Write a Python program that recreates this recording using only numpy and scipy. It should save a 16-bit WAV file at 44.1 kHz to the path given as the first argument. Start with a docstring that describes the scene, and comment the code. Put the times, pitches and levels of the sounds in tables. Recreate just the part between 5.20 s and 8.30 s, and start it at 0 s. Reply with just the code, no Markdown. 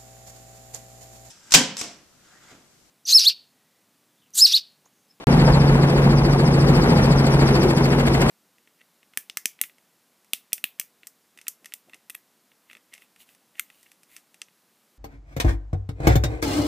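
"""Inside the cabin of a small piston helicopter flying low.
A faint filtered-noise rush comes first, then a short silence; the cabin sound cuts in with a click.
From there one shaft phase drives the firing drone, the tail rotor's buzz and the main rotor's beat.
Each passing blade pumps a noise roar and adds a two-band swish that falls in pitch, a hiss and a chuff;
now and then a buffet swells and dies away."""
import sys
import numpy as np
from scipy import signal
from scipy.fft import rfft, irfft
from scipy.io import wavfile

SR = 44100
rng = np.random.default_rng(int(sys.argv[2]) if len(sys.argv) > 2 else 0)


def generate_wav(sig):
    """Save sig (samples, or channels by samples) to the path in sys.argv[1] as 16-bit PCM at SR."""
    pcm = np.round(np.clip(np.atleast_2d(sig).T, -1, 1) * 32767).astype(np.int16)
    wavfile.write(sys.argv[1], SR, pcm)


N = 136710
T = np.arange(N) / SR

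# Main rotor speed: (time [s], rate [blade passes/s])
ROTOR_SPEED = [(0, 13.96), (.5, 14.05), (1, 14.015), (1.5, 13.93), (2, 13.815), (2.5, 13.75), (3.1, 13.745)]
FIRST_BLADE_S = .134
# Delay of the blade sounds as the microphone turns: (time [s], lag [blade cycles])
BLADE_LAG = [(1, 0), (2, .02), (2.5, .055), (3.1, .14)]
# Crank turns, tail-rotor blade passes and drive-shaft turns per main-rotor blade pass
CRANK_PER_BLADE, TAIL_PER_BLADE, DRIVE_PER_BLADE = 3.324, 5.935, 28.41

# Firing drone before its trim and throb: (time [s], level [dB])
FIRING_LEVEL = [(0.1, -17.5), (0.3, -16), (0.6, -15.5), (0.72, -20.5), (0.85, -16), (1.1, -18), (1.55, -17),
                (1.69, -23.5), (1.8, -17), (2.33, -17.5), (2.5, -21.5), (3.05, -20.5)]
FIRING_ORDER, FIRING_TRIM_DB = 3, -.5  # firings per crank turn
FIRING_WAVER, FIRING_WAVER_HZ = .05, 8
THROB_DEPTH, THROB_AT = .15, .23  # place in blade cycles
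# Engine lines besides the firing line: (order [crank multiples], level [dB])
ENGINE_LINES = [(2, -41), (2.5, -42), (4, -39), (5, -32.5), (8, -43), (9, -37.5), (12, -40.5), (16, -47),
                (18, -53)]
# Whine of the drive train: (order [drive-shaft multiples], level [dB])
DRIVE_LINES = [(1, -40), (2, -48.5)]

# Main rotor harmonics before the beat gain: (order [blade-rate multiples], level [dB])
ROTOR_LINES = [(3, -32.5), (4, -36.5), (5, -34), (7, -43), (8, -37), (11, -31.5)]
# Gain of the low rotor beat: (time [s], gain [dB])
BEAT_GAIN = [(.1, -14), (.32, 5.5), (.6, -7.5), (1.0, 4), (1.5, 2), (1.68, -4.5), (2.1, -2), (2.6, -6),
             (3.0, -0.5)]
# Tail rotor harmonics before their gain: (order [tail blade-rate multiples], level [dB])
TAIL_LINES = [(1, -44.5), (2, -30), (3, -32), (4, -37), (5, -52.5), (6, -38)]
# Gain of the tail rotor buzz: (time [s], gain [dB])
TAIL_GAIN = [(.2, 5.5), (.7, -0.5), (1.3, 2), (2, -1), (2.3, -5.5), (2.8, 6), (3.1, -16)]

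# Levels of the blade's bite: (time [s], hiss level [dB], chuff level [dB])
BITE_LEVEL = [(.1, -52, -28), (.35, -48, -30), (.8, -44, -36), (1.3, -41.5, -32.5), (1.8, -41, -34),
              (2.25, -38.5, -26.5), (2.55, -36, -28.5), (2.75, -34.5, -23), (3.1, -32.5, -21)]
# Broad hiss of a blade: (frequency [Hz], relative density [dB])
HISS_SPECTRUM = [(1500, -18), (3000, 5), (4000, 6.5), (6300, 4), (8000, 4), (10000, -1.5), (12500, 4.5),
                 (14500, -5), (16000, -16)]
# Lower chuff of a blade: (frequency [Hz], relative density [dB])
CHUFF_SPECTRUM = [(100, -27), (300, -6), (650, -1.5), (1100, -9), (2200, -5.5), (3000, -12), (4000, -19),
                  (8000, -67)]
# Second, lower gust behind each blade, at a steady level: (frequency [Hz], relative density [dB])
GUST_SPECTRUM = [(200, -23), (400, -8.5), (800, -1.5), (1500, -13), (3000, -32), (8000, -57)]
# Places and lengths in blade cycles
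HISS_AT, HISS_LENGTH, CHUFF_AT, CHUFF_LENGTH = .01, .115, .05, .1
WAKE_AT, WAKE_LENGTH, GUST_DB = .4, .092, -27

# Whistling bands: (lowest centre before wander [Hz], width of each pole [Hz], level before gain [dB],
# bend of the sweep [1/cycle^2], loudest place [blade cycles], length [blade cycles])
SWISH_BANDS = [(4580, 910, -30.5, 0.81, -0.088, 0.17), (7770, 1300, -39.5, 1.06, -0.028, .17)]
# Gain of the whistling bands: (time [s], lower-band gain [dB], upper-band gain [dB])
SWISH_GAIN = [(.13, -1.5, 0), (.27, -1.5, 1), (.35, 1.5, 1.5), (.42, -5, -3), (.49, -2, -5), (.56, -10, -6),
              (.63, -3, -1), (.78, -6, -2), (.85, -5.5, -4), (.99, -1.5, -3), (1.06, -2, -3), (1.15, -3, 0),
              (1.35, -2, 1), (1.56, -1.5, 0), (1.85, 0, 0.5), (2.14, -1, 2.5), (2.37, 2.5, 1),
              (2.57, -2.5, 2), (2.64, .5, 0), (2.73, -6, 0), (2.86, -5.5, -1), (2.94, -3, 2.5),
              (3.1, -6.5, 5)]
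SWEEP_LOW_AT = .12  # blade cycles
BLADE_MISMATCH, PITCH_WANDER, WANDER_HZ = .03, .015, 9  # first two as fractions of the pitch

# Buffets on the canopy: (time of peak [s], level of peak [dB])
BUFFETS = [(.28, -19), (.765, -28.5), (1.644, -23), (2.29, -25)]
# Colour of a buffet: (frequency [Hz], relative density [dB])
BUFFET_SPECTRUM = [(200, -17), (500, 1), (950, 0.5), (1500, -3), (3000, -24), (8000, -45)]
BUFFET_RISE_S = .0065

# Cabin roar: (frequency [Hz], relative density [dB])
ROAR_SPECTRUM = [(20, -24), (42, 0), (90, -6.5), (125, -6.5), (160, 4.5), (190, -1), (230, 2.5), (285, -5),
                 (340, -6), (450, -6.5), (620, -12), (880, -11.5), (1300, -17), (2100, -20), (3000, -26),
                 (4200, -30), (6500, -38.5), (10500, -38), (14000, -46)]
# Roar before grain, lumps, treble gain and pumping: (time [s], level [dB])
ROAR_LEVEL = [(0.1, -18), (0.12, -16), (0.21, -17), (1.22, -19.5), (1.66, -17), (2.13, -18.5), (2.34, -17),
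              (2.53, -20.5), (3.05, -19.5)]
# Gain of the roar's treble: (time [s], gain [dB])
TREBLE_GAIN = [(.1, -0.5), (1, -1), (1.8, -1), (2.4, 0), (3.1, 2)]
TREBLE_HZ, FIRING_GRAIN = 1400, .12
# Cabin resonance: (frequency [Hz], relative density [dB])
BOOM_SPECTRUM = [(230, -37), (300, -3), (335, 15.5), (420, 5), (520, 0.5), (800, -32.5)]
# Cabin resonance before surging and pumping: (time [s], level [dB])
BOOM_LEVEL = [(.1, -35.5), (.75, -29.5), (1.1, -31.5), (1.45, -27), (1.68, -24.5), (2.0, -40),
              (2.35, -23.5), (2.5, -25.5), (2.65, -30), (3.1, -25)]
PUMP_DEPTH, PUMP_AT = .06, .14  # place in blade cycles

# Likeness of noise at the microphone pair: (frequency [Hz], coherence [0-1])
LIKENESS = [(80, .9995), (150, .995), (300, .94), (700, .74), (1400, .56), (3000, .76), (5000, .84),
            (9000, .74), (15000, .64)]
# Phase by which left leads right: (frequency [Hz], lead [rad])
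LEAD = [(0, 0), (520, -0.1), (950, 0.7), (1290, 1.5), (2150, 2.5), (3450, 3.0), (5080, 2.9), (6890, 3.1),
        (8790, 3.2), (15700, 3.1)]
# Left-right level difference: (frequency [Hz], difference [dB])
BALANCE_DB = [(60, 0.0), (110, 0.0), (200, 0.5), (380, 2.0), (700, 2.5), (1290, 2.5), (2380, 1.0),
              (4400, 3.5), (8120, 1.5), (15000, 1.5)]

# Faint rush before the cabin sound: (frequency [Hz], relative density [dB])
RUSH_SPECTRUM = [(60, -9), (350, -2.5), (900, -10.5), (3500, -19.5), (5000, -26), (14000, -39)]
RUSH_DB, RUSH_END_S = -37, .042
START_S, CLICK_DB, CLICK_DECAY_S = .0705, -5, .0005
ROLL_OFF_HZ, EDGE_HZ = 14600, 15800


def amp(db):
    """Level law: decibels to an amplitude ratio."""
    return 10 ** (np.asarray(db) / 20)


def unit(x):
    """Normalization to a root-mean-square of 1."""
    return x / np.sqrt(np.mean(x ** 2) + 1e-20)


def curve(rows, axis=1):
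    """Linear interpolation of one column of a time table at every sample."""
    rows = np.array(rows)
    return np.interp(T, rows[:, 0], rows[:, axis])


def read(rows, hz):
    """Interpolation of a spectrum table on a logarithmic frequency axis."""
    f, value = np.transpose(rows)
    return np.interp(np.log(hz + 1), np.log(f + 1), value)


def drift(hz):
    """Random fluctuation of rms 1: white noise under a Gaussian low-pass of scale hz."""
    f = np.fft.rfftfreq(N, 1 / SR)
    noise = rfft(rng.standard_normal(N))
    return unit(irfft(noise * np.exp(-(f / hz) ** 2), N))


def air(spectrum=((1, 0), (SR, 0))):
    """Partial coherence: turbulent noise reaches two microphones alike in part, with a phase lead."""
    f = np.fft.rfftfreq(N, 1 / SR)
    shared, separate = rfft(rng.standard_normal((2, N)))
    same = np.clip(read(LIKENESS, f), 0, 1)
    tilt = amp(read(BALANCE_DB, f) / 2)
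    right = same * shared + np.sqrt(1 - same ** 2) * separate
    right = right * np.exp(-1j * read(LEAD, f))
    pair = np.array([shared * tilt, right / tilt])
    return unit(irfft(pair * amp(read(spectrum, f)), N))


def resonate(x, hz, width):
    """Heterodyned resonance: shift hz down to zero, smooth with a double pole, shift back."""
    turn = np.exp(2j * np.pi * np.cumsum(hz) / SR)
    r = np.exp(-np.pi * width / SR)
    smoothed = signal.lfilter([(1 - r) ** 2], [1, -2 * r, r * r], x / turn)
    return (turn * smoothed).real


def burst(blade, at, length):
    """Periodic modulation: one smooth swell per blade, peaking at a given place in its cycle."""
    return np.exp(-.5 * (np.sin(np.pi * (blade - at)) / (np.pi * length)) ** 2)


def lines(turns, table, waver, waver_hz):
    """Harmonic series of a periodic source, each line wavering in strength and phase."""
    out = np.zeros(N)
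    for order, db in table:
        wobble = 1 + waver * (drift(waver_hz) + 1j * drift(waver_hz))
        phase = 2j * np.pi * (order * turns + rng.random())
        out += amp(db) * unit((wobble * np.exp(phase)).real)
    return out


def engine(shaft):
    """Periodic combustion: a firing line throbs with the blades; uneven cylinders add weaker lines."""
    crank = shaft * CRANK_PER_BLADE
    firing = lines(crank, [(FIRING_ORDER, 0)], FIRING_WAVER, FIRING_WAVER_HZ)
    throb = 1 + THROB_DEPTH * np.cos(2 * np.pi * (shaft - THROB_AT))
    drone = firing * throb * amp(curve(FIRING_LEVEL) + FIRING_TRIM_DB)
    return drone + lines(crank, ENGINE_LINES, waver=.18, waver_hz=5.7)


def drive_train(shaft):
    """Rotational whine: a fast shaft geared to the rotor sounds its first two harmonics."""
    return lines(shaft * DRIVE_PER_BLADE, DRIVE_LINES, waver=.17, waver_hz=2.5)


def main_rotor(shaft):
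    """Blade-passing tone: harmonics of the blade rate form the low beat."""
    return lines(shaft, ROTOR_LINES, waver=.53, waver_hz=2.9) * amp(curve(BEAT_GAIN))


def tail_rotor(shaft):
    """Blade-passing tone: harmonics of the tail rotor's faster blade rate form the buzz."""
    return lines(shaft * TAIL_PER_BLADE, TAIL_LINES, waver=.35, waver_hz=1.8) * amp(curve(TAIL_GAIN))


def chop(blade):
    """Modulated turbulence: each blade bites with a fluttering hiss, a gritty chuff and a trailing gust."""
    hiss_db = curve(BITE_LEVEL) + 3.5 * drift(120)
    hiss = air(HISS_SPECTRUM) * burst(blade, HISS_AT, HISS_LENGTH) * amp(hiss_db)
    chuff_db = curve(BITE_LEVEL, axis=2) - 1.5 * drift(220)
    chuff = air(CHUFF_SPECTRUM) * burst(blade, CHUFF_AT, CHUFF_LENGTH) * amp(chuff_db)
    gust = air(GUST_SPECTRUM) * burst(blade, WAKE_AT, WAKE_LENGTH) * amp(GUST_DB)
    return hiss + chuff + gust


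def swish(blade):
    """Swept resonance: two noise bands fall as a blade swings past; one of two blades sounds lower."""
    place = (blade + .5) % 1 - .5  # within the blade cycle
    mismatch = BLADE_MISMATCH * np.cos(np.pi * np.round(blade))  # alternates from blade to blade
    wander = 1 + PITCH_WANDER * drift(WANDER_HZ) + mismatch
    out = 0
    for column, (hz, width, db, bend, at, length) in enumerate(SWISH_BANDS, 1):
        sweep = 1 + bend * (place - SWEEP_LOW_AT) ** 2
        band = unit(resonate(air(), hz * wander * sweep, width))
        out = out + amp(db + curve(SWISH_GAIN, axis=column)) * band * burst(blade, at, length)
    return out


def buffets():
    """Transient excitation: the downwash slaps the canopy, a quick noise swell that dies away."""
    swell = np.zeros(N)
    for at, db in BUFFETS:
        u = np.maximum((T - at) / BUFFET_RISE_S + 1, 0)  # 1 at the peak
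        swell += amp(db) * u * np.exp(1 - u)
    return air(BUFFET_SPECTRUM) * swell


def downwash(blade):
    """Amplitude-modulated turbulence: broadband flow noise roughened at the firing rate."""
    firing_turns = blade * CRANK_PER_BLADE * FIRING_ORDER
    grain = 1 + FIRING_GRAIN * np.cos(2 * np.pi * firing_turns)
    lumps_db = 1.48 * drift(75)
    wash = air(ROAR_SPECTRUM) * grain * amp(curve(ROAR_LEVEL) + lumps_db)
    high_pass = signal.butter(2, TREBLE_HZ, "high", fs=SR, output="sos")
    treble = signal.sosfiltfilt(high_pass, wash)
    return wash + treble * (amp(curve(TREBLE_GAIN)) - 1)


def cabin_resonance():
    """Enclosure resonance: a band of noise surges at random."""
    return air(BOOM_SPECTRUM) * amp(curve(BOOM_LEVEL) + 2.5 * drift(22))


def roar(blade):
    """Blade-rate pumping: each passing blade modulates the downwash and the cabin resonance."""
    pump = 1 + PUMP_DEPTH * np.cos(2 * np.pi * (blade - PUMP_AT))
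    return pump * (downwash(blade) + cabin_resonance())


def faint_rush():
    """Stationary noise: a faint coloured rush that stops before the cabin sound."""
    return amp(RUSH_DB) * air(RUSH_SPECTRUM) * (T < RUSH_END_S)


def scene():
    """Superposition of sources locked to one shaft phase, with buffets at their own times."""
    shaft = np.cumsum(curve(ROTOR_SPEED)) / SR  # in blade cycles
    shaft = shaft - np.interp(FIRST_BLADE_S, T, shaft)
    blade = shaft - curve(BLADE_LAG)
    machinery = engine(shaft) + drive_train(shaft) + main_rotor(shaft) + tail_rotor(shaft)
    return machinery + chop(blade) + swish(blade) + buffets() + roar(blade)


def record(dry):
    """Gating and band limiting: rush, silence, then a click and the scene, with a soft top end."""
    on = T >= START_S
    click = amp(CLICK_DB) * on * np.exp(-np.abs(T - START_S) / CLICK_DECAY_S)
    cut = dry * on + click + faint_rush()
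    roll_off = signal.butter(4, ROLL_OFF_HZ, fs=SR, output="sos")
    soft = signal.sosfilt(roll_off, cut)
    low_pass = signal.firwin(511, EDGE_HZ, window=("kaiser", 9), fs=SR)
    return signal.oaconvolve(soft, low_pass[None], "same")


dry = scene()
out = record(dry)
generate_wav(out)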